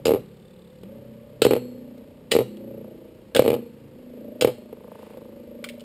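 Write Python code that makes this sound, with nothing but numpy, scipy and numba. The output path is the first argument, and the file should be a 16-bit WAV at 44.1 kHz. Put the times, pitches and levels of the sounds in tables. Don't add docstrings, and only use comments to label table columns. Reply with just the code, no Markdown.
import sys
import numpy as np
from scipy import signal
from scipy.fft import rfft, irfft, next_fast_len
from scipy.io import wavfile
from scipy.ndimage import uniform_filter1d, map_coordinates
from numba import njit

SR = 44100
rng = np.random.default_rng(int(sys.argv[2]) if len(sys.argv) > 2 else 0)


def output_pcm(signal):
    pcm = np.clip(np.atleast_2d(signal).T, -1, 1) * 32767
    wavfile.write(sys.argv[1], SR, np.round(pcm).astype(np.int16))


def invert_db(level):
    return 10 ** (np.asarray(level, dtype=float) / 20)


N = 257544

# (time [s], dish ring [Hz], grit against the knock [dB], jolt to the load [dB], settling time [s])
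CLASHES = [
    (0.057, 471, -22, 11, 0.041),
    (1.417, 454.4, -18.5, 14.5, 0.58),
    (2.311, 455, -20, 6, 0.55),
    (3.346, 486.4, -18, 17.5, 0.094),
    (4.412, 495, -17.5, 0.5, 0.16),
]
# (time [s], peak [dB], rocking time [ms], second landing against the first [dB])
HOPS = [(.056, -8.5, 10.8, -1.5), (0.0802, -7.5, 11.4, 1), (0.1064, -7, 11, 0.5), (.136, -8.5, 10.1, -2),
        (.159, -15, 7.5, -4.5), (1.4192, -3, 6.2, -39), (1.451, -2, 14, -1.5), (1.482, -25, 7.6, 5),
        (1.5084, -5.5, 5.9, -5.5), (1.5216, -10.5, 12.1, 5), (1.552, -14.5, 11.6, 2),
        (2.3168, -16.5, 4.9, 4.5), (2.3369, -13, 14.2, 8), (2.3638, -4.5, 9.6, -38),
        (2.3879, -6.5, 8.9, -9), (2.4049, -12, 7.9, -2.5), (3.349, -17, 8.5, 8), (3.3684, -7.5, 15.1, -11),
        (3.393, 2, 20.4, -49), (3.4212, -9.5, 21, -7), (3.45, -11.5, 11, 4), (3.4784, -5.5, 9.1, -5),
        (3.502, -7, 14.4, -6), (3.5295, -10.5, 10.6, -0.5), (3.5487, -16, 14.2, -4),
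        (4.4116, -17, 9.7, 9.5), (4.4277, -17, 18.8, 16), (4.4731, -10.5, 8.1, -4),
        (4.4878, -17, 5.8, -2.5)]


def unit(x):
    return x / np.sqrt(np.mean(x ** 2) + 1e-20)


def even(x, s):
    return x / np.sqrt(np.abs(uniform_filter1d(x ** 2, int(s * SR))) + 1e-20)


def along(points, hz):
    f, v = np.transpose(points)
    return np.interp(np.log(hz + 1), np.log(f + 1), v)


def curves(rows):
    s, *cols = np.transpose(rows)
    return [np.interp(np.arange(N) / SR, s, c) for c in cols]


def filtered(x, response):
    m = next_fast_len(len(x) + SR // 2)
    return irfft(rfft(x, m) * response(np.fft.rfftfreq(m, 1 / SR)), m)[:len(x)]


def modes(rows):
    def response(f):
        total = 0
        for k, (centre, width, db) in enumerate(rows):
            peak = 1j * f * width / (centre * centre - f * f + 1j * f * width)
            total = total + (-1) ** k * invert_db(db) * peak
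        return total
    return response


def hiss(spectrum):
    return unit(filtered(rng.standard_normal(N), lambda hz: invert_db(along(spectrum, hz))))


@njit
def sliding(x, turn, radius):
    y = np.zeros(len(x))
    for i in range(2, len(x)):
        y[i] = x[i] - x[i - 2] + 2 * radius * np.cos(turn[i]) * y[i - 1] - radius ** 2 * y[i - 2]
    return y


def resonate(x, hz, width):
    return unit(sliding(x, 2 * np.pi * hz / SR, np.exp(-np.pi * width / SR)))


def room(x):
    # (frequency [Hz], time to fall 60 dB [s])
    decay_times = [(200, 0.2), (600, 0.2394), (2500, 0.4), (5500, 0.33)]
    hz, t, z = signal.stft(rng.standard_normal(SR // 2), SR, nperseg=256)
    fade = invert_db(-60 * t / along(decay_times, hz)[:, None])
    tail = signal.istft(z * fade, SR, nperseg=256)[1]
    return signal.fftconvolve(np.pad(x, (200, 0)), tail / np.linalg.norm(tail))[:N]


def rumble():
    # (frequency [Hz], level per Hz [dB])
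    rumble_spectrum = [(12, -47.5), (20, -14.5), (109, -3.5), (145, -4.5), (204, 2.5), (295, -15), (520, 1),
                       (640, -24), (700, -53), (910, -52), (1540, -120)]
    return invert_db(-50.5) * hiss(rumble_spectrum)


def track(turns, memory, fresh, count=64):
    field = rng.standard_normal((int(turns[-1] / memory) + 3, count))
    bumps = map_coordinates(field, [turns / memory, turns % 1 * count], mode="grid-wrap")
    grit = map_coordinates(rng.standard_normal(int(turns[-1] * count) + 3), [turns * count])
    return unit(bumps) + fresh * unit(grit)


def once_a_turn(turns, at, sharp):
    return np.exp(sharp * (np.cos(2 * np.pi * (turns - at)) - 1))


def rattle(turns):
    # (start [s], end [s], level [dB])
    loose_spell = (.2, .85, -79)
    start, end, db = loose_spell
    t = np.arange(N) / SR
    loose = track(turns, memory=8, fresh=.8, count=400) * once_a_turn(turns, at=0, sharp=3.5)
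    loose = loose * (t > start) * (t < end)
    wheel = modes([(2100, 150, -9), (3530, 120, 4), (3980, 140, -2), (4570, 410, -4)])
    return invert_db(db) * unit(filtered(loose, wheel))


def scrape(turns, pressure_db):
    # (frequency [Hz], level per Hz [dB])
    scrape_spectrum = [(380, -32.5), (650, -2.5), (932, 0), (1000, -5.5), (1200, -3.5), (1300, -8),
                       (1580, -7.5), (3010, -7), (3550, -11), (4950, -12.5), (5900, -10.5), (7670, -57),
                       (13000, -120)]
    t = np.arange(N) / SR
    drag_db = 5.5 * np.exp(-((t - 5.05) / 0.14) ** 2)
    db = -62 + 0.092 * (pressure_db + 49.5) + drag_db
    rub = hiss(scrape_spectrum) * (1 + .35 * once_a_turn(turns, at=-.1, sharp=4))
    return invert_db(db) * unit(rub)


def rap(turns, high_hz, pressure_db):
    t = np.arange(N) / SR
    lean_db = 20.5 * np.exp(-((t - 4.994) / 0.4) ** 2)
    db = -77.5 + 0.39 * (pressure_db + 46.5) + lean_db
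    landing = np.diff(np.floor(turns - .01), prepend=0)
    landing = landing + 0.3 * np.diff(np.floor(turns + 0.17), prepend=0)
    landing = landing * invert_db(1.8 * rng.standard_normal(N))
    shell = modes([(880, 130, 3), (1200, 250, -2), (1550, 300, -8)])
    hit = unit(filtered(landing, lambda f: shell(f) / (1 + 1j * f / 1500) ** 2))
    return invert_db(db) * (hit + 3.7 * resonate(resonate(landing, high_hz, 56), high_hz, 390))


def thump(turns, low_hz, wobble_db):
    t = np.arange(N) / SR
    push = track(turns, memory=8, fresh=0.18) * once_a_turn(turns, at=0.12, sharp=0.44)
    deep = np.minimum(invert_db(-0.9 * (wobble_db + 47.5)) * np.exp(-t / 2.87), 1.3)
    body = resonate(resonate(push, low_hz, 26.0), low_hz, 90.7)
    body = body + deep * unit(filtered(push, modes([(132.7, 26, 0)])))
    return invert_db(wobble_db) * even(body, 0.16)


def tick(turns, high_hz, pressure_db):
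    tap = track(turns, memory=14, fresh=.3) * once_a_turn(turns, at=-.03, sharp=1.2)
    body = resonate(tap, high_hz, 35) + .5 * resonate(tap, .8 * high_hz, 117.6)
    body = resonate(body, 0.65 * high_hz, 130)
    body = resonate(body, 0.89 * high_hz, 200)
    body = unit(filtered(body, lambda f: 1 / (1 + (f / 660) ** 12)))
    body = body + 0.49 * unit(filtered(tap, lambda f: modes([(350, 90, 0)])(f) ** 2))
    return invert_db(pressure_db) * even(body, 0.26)


def clash_of(s):
    return max(c for c in CLASHES if c[0] <= s + .005)


def last_hops():
    return [max(h for h in HOPS if clash_of(h[0]) == c) for c in CLASHES]


def load():
    # (time [s], wobble [dB], tip pressure [dB])
    calm_load = [(0, -45, -56), (.56, -54, -58.5), (.8, -48, -54), (.93, -42.5, -44.5), (1.15, -47, -51.5),
                 (1.4, -50.5, -51), (1.93, -50.5, -59), (2.08, -56.5, -59.5), (2.3, -53.5, -62.5),
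                 (2.72, -45, -45), (3.2, -58.5, -55.5), (3.85, -50, -56), (4.27, -41, -42.5),
                 (4.55, -46, -50.5), (4.95, -52.5, -45), (5.45, -46, -45), (5.7, -42, -45),
                 (5.84, -47, -47)]
    t = np.arange(N) / SR
    jolt_db = np.zeros(N)
    for (s, _, _, db, settle), hop in zip(CLASHES, last_hops()):
        jolt_db += db * (t > s) * np.exp(-np.maximum(t - hop[0] - .04, 0) / settle)
    return [c + jolt_db for c in curves(calm_load)]


def whir():
    # (time [s], turns of the louder top so far [turns])
    spin = [(-0.0414, 0), (0.4266, 17), (0.8153, 31), (0.8614, 32), (1.3945, 49), (1.8482, 63),
            (2.2768, 76), (2.7808, 91), (3.3227, 107), (3.664, 116), (4.3951, 136), (4.5467, 140),
            (4.9547, 151), (5.4036, 163), (5.9325, 177)]
    # (time [s], low mode [Hz], high mode [Hz])
    place = [(0, 228.5, 550), (.25, 191, 475), (.8, 181.6, 522), (1, 218.6, 550), (1.4, 234.4, 590),
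             (1.6, 233.4, 489), (1.9, 231.7, 554), (2.25, 229.4, 582.6), (2.5, 220.4, 495),
             (2.85, 232.5, 584), (3.3, 245, 634), (3.65, 232.3, 465), (3.9, 250.2, 503),
             (4.2, 237.8, 547.6), (4.4, 225.8, 601), (5, 221, 579), (5.35, 223.7, 571), (5.84, 239.2, 582)]
    wobble_db, pressure_db = load()
    low_hz, high_hz = curves(place)
    turns = curves(spin)[0]
    tones = thump(turns, low_hz, wobble_db) + tick(turns, high_hz, pressure_db)
    contact = rap(turns, high_hz, pressure_db) + scrape(turns, pressure_db)
    return tones + contact + rattle(turns)


def clinks():
    # (time [s], peak [dB], broad band [Hz], narrow band [Hz], narrow band level [dB])
    contacts = [(0.054, -19.5, 2730, 4990, -2), (0.0677, -21, 3100, 5150, -13),
                (0.8324, -53, 2870, 3740, -25), (1.419, -13, 4360, 1550, -2), (1.437, -41, 3100, 4400, -10),
                (1.4471, -21.5, 1300, 3700, -17), (1.98, -50, 2980, 3910, 2.5),
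                (2.311, -41, 3180, 3650, -0.5), (2.3167, -10, 1960, 2990, -17),
                (2.57, -47, 2730, 3660, -25), (3.349, -20, 4370, 1650, -2), (3.364, -15, 1510, 2950, -12),
                (3.393, -28, 1470, 2780, -9), (4.4109, -12.5, 3440, 4830, -20),
                (4.4218, -17, 2660, 3840, -39), (5.173, -54.5, 1500, 4010, -24),
                (5.6417, -26.5, 1200, 2380, -1), (5.6884, -33, 1650, 2250, 0),
                (5.6961, -37.5, 1690, 3100, -8), (5.7966, -47, 3280, 3300, 1),
                (5.8056, -41, 2750, 5000, -27)]
    # (centre [Hz], width [Hz], level [dB])
    rim = [(1200, 290, -9), (1650, 280, -5.5), (2116, 860, -6.5), (3100, 1100, 3), (4447, 530, 2.5),
           (5000, 1600, -1)]
    # (time [s], first wheel level [dB], second wheel level [dB])
    rings = [
        (.055, -55, -34),
        (1.421, -35.5, -28.5),
        (2.314, -48, -26.5),
        (3.348, -41, -59),
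        (3.364, -68, -32),
        (4.41, -48, -56),
    ]
    # (frequency [Hz], level [dB], time to fall 60 dB [s])
    first_wheel = [(2859, -14, .5), (3079, 2, .33), (3165, -3, .3), (3924, -12, .32), (4231, -3, .66),
                   (4296, -9, .5), (4363, -4, .66)]
    second_wheel = [(2640, -6, .2), (2907, -3, .15), (3850, -7, .3), (3984, -4, .25), (4360, -15, .45),
                    (4985, -3, .16), (5679, -8, .3)]
    t = np.arange(SR * 3 // 4) / SR
    out = np.zeros(N + SR)
    for s, db, hz, upper_hz, upper_db in contacts:
        t60 = 0.091 * 2 ** ((db + 11.5) / 41.5)
        u = t[:SR // 4]
        burst = rng.standard_normal(len(u)) * (invert_db(-60 * u / t60) + 1.6 * invert_db(-60 * u / 0.019))
        burst[0] = 9
        own = modes([(hz, 320, 0.5), (upper_hz, 130, upper_db + 6)])
        crack = filtered(burst, lambda f: modes(rim)(f) + own(f))
        out[round(s * SR):][:len(u)] += invert_db(db - 0.5) * crack
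    for s, *levels_db in rings:
        for db, wheel in zip(levels_db, (first_wheel, second_wheel)):
            for f, level, decay in wheel:
                fade = invert_db(db + level + rng.normal(0, 0.81) - 60 * t / decay)
                out[round(s * SR):][:len(t)] += fade * np.sin(2 * np.pi * f * t)
    return out[:N]


def landings():
    # (time [s], peak [dB], dish ring [Hz], grit against the knock [dB])
    taps = [
        (0.8335, -31.5, 450, -12),
        (2.8451, -28.5, 470, -31),
        (4.7278, -25, 470, -23),
        (5.171, -31.5, 504, -34),
    ]
    rows = []
    for s, db, ms, second_db in HOPS:
        rows += [(s, db, 0), (s + ms / 1000, db + second_db, 1)]
    for s, db, ms, second_db in last_hops():
        for k in range(1, 5):
            rows.append((s + ms / 1000 + k * .008, db + second_db - k * 6.5, 1))
    full = []
    for s, db, rocking in rows:
        start, hz, grit_db = clash_of(s)[:3]
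        ring_hz = hz * (1 + 0.042 * rng.standard_normal())
        grit_db = grit_db + 0.083 * (db + 16.5)
        grit_db += 1.5 * rng.standard_normal() - 2 * rocking
        grit_db += 6.5 * np.exp((start - s) / 0.0051)
        full.append((s, db, ring_hz, grit_db))
    return full + taps


def dish_wave(u, hz):
    return np.sin(2 * np.pi * hz * u) * invert_db(-60 * u / 0.024) * (1 - np.exp(-u / 0.0016)) ** 2


def knocks():
    # (centre [Hz], width [Hz], level [dB])
    dish_modes = [(76.5, 41, -25), (125.3, 11, -5.5), (241.4, 51, -8), (372, 97, -13), (465.3, 22.4, -8.5),
                  (590, 11, -12.5), (821, 60, -12), (1200, 290, -18)]
    # (centre [Hz], width [Hz], level [dB])
    click_modes = [(1160, 300, -4), (2360, 500, -4), (2950, 480, 1.8), (4400, 6800, -7)]
    t = np.arange(SR // 10) / SR
    out, grit, blows = np.zeros(N + SR), np.zeros(N + SR), np.zeros(N)
    for s, db, hz, click_db in landings():
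        i = round(s * SR)
        echo = dish_wave(np.maximum(t - .0048, 0), hz)
        out[i - 8:][:len(t)] += invert_db(db + 9) * (dish_wave(t, hz) + 0.06 * echo)
        click = rng.standard_normal(len(t)) * invert_db(-60 * t / 0.034)
        grit[i:][:len(t)] += invert_db(db + click_db + 6) * click
        blows[i] = -invert_db(db + 37.5)
    clicks = filtered(grit[:N], lambda f: modes(click_modes[1:])(f) / (1 + 1j * f / 3770) ** 2 * 2.2)
    shake = filtered(blows, lambda f: modes(dish_modes)(f) / (1 + 1j * f / 900) / (1 + 1j * f / 1600))
    return out[:N] + clicks + shake


def scene():
    low, high = knocks(), clinks()
    echoes = invert_db(-15) * room(low) + invert_db(-14) * room(high)
    return (rumble() + whir() + high + low + echoes)[None]


def low_pass(x):
    return signal.sosfilt(signal.butter(12, 16300, fs=SR, output="sos"), x)


def record(dry):
    hold_hz = 12000
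    x = filtered(dry[0], lambda hz: 1 / (1 + (hz / 5500) ** 12))
    x = x / (1 + np.abs(x / 1.1) ** 8) ** (1 / 8)
    slow = signal.resample_poly(x, hold_hz // 300, SR // 300)
    held = signal.resample_poly(np.repeat(slow, 4), SR // 300, hold_hz // 75)[6:]
    held = filtered(np.pad(held, (0, 16))[:N], lambda hz: 1 / (1 + (hz / 15400) ** 70))
    return low_pass(held[None])


dry = scene()
out = record(dry)
output_pcm(out)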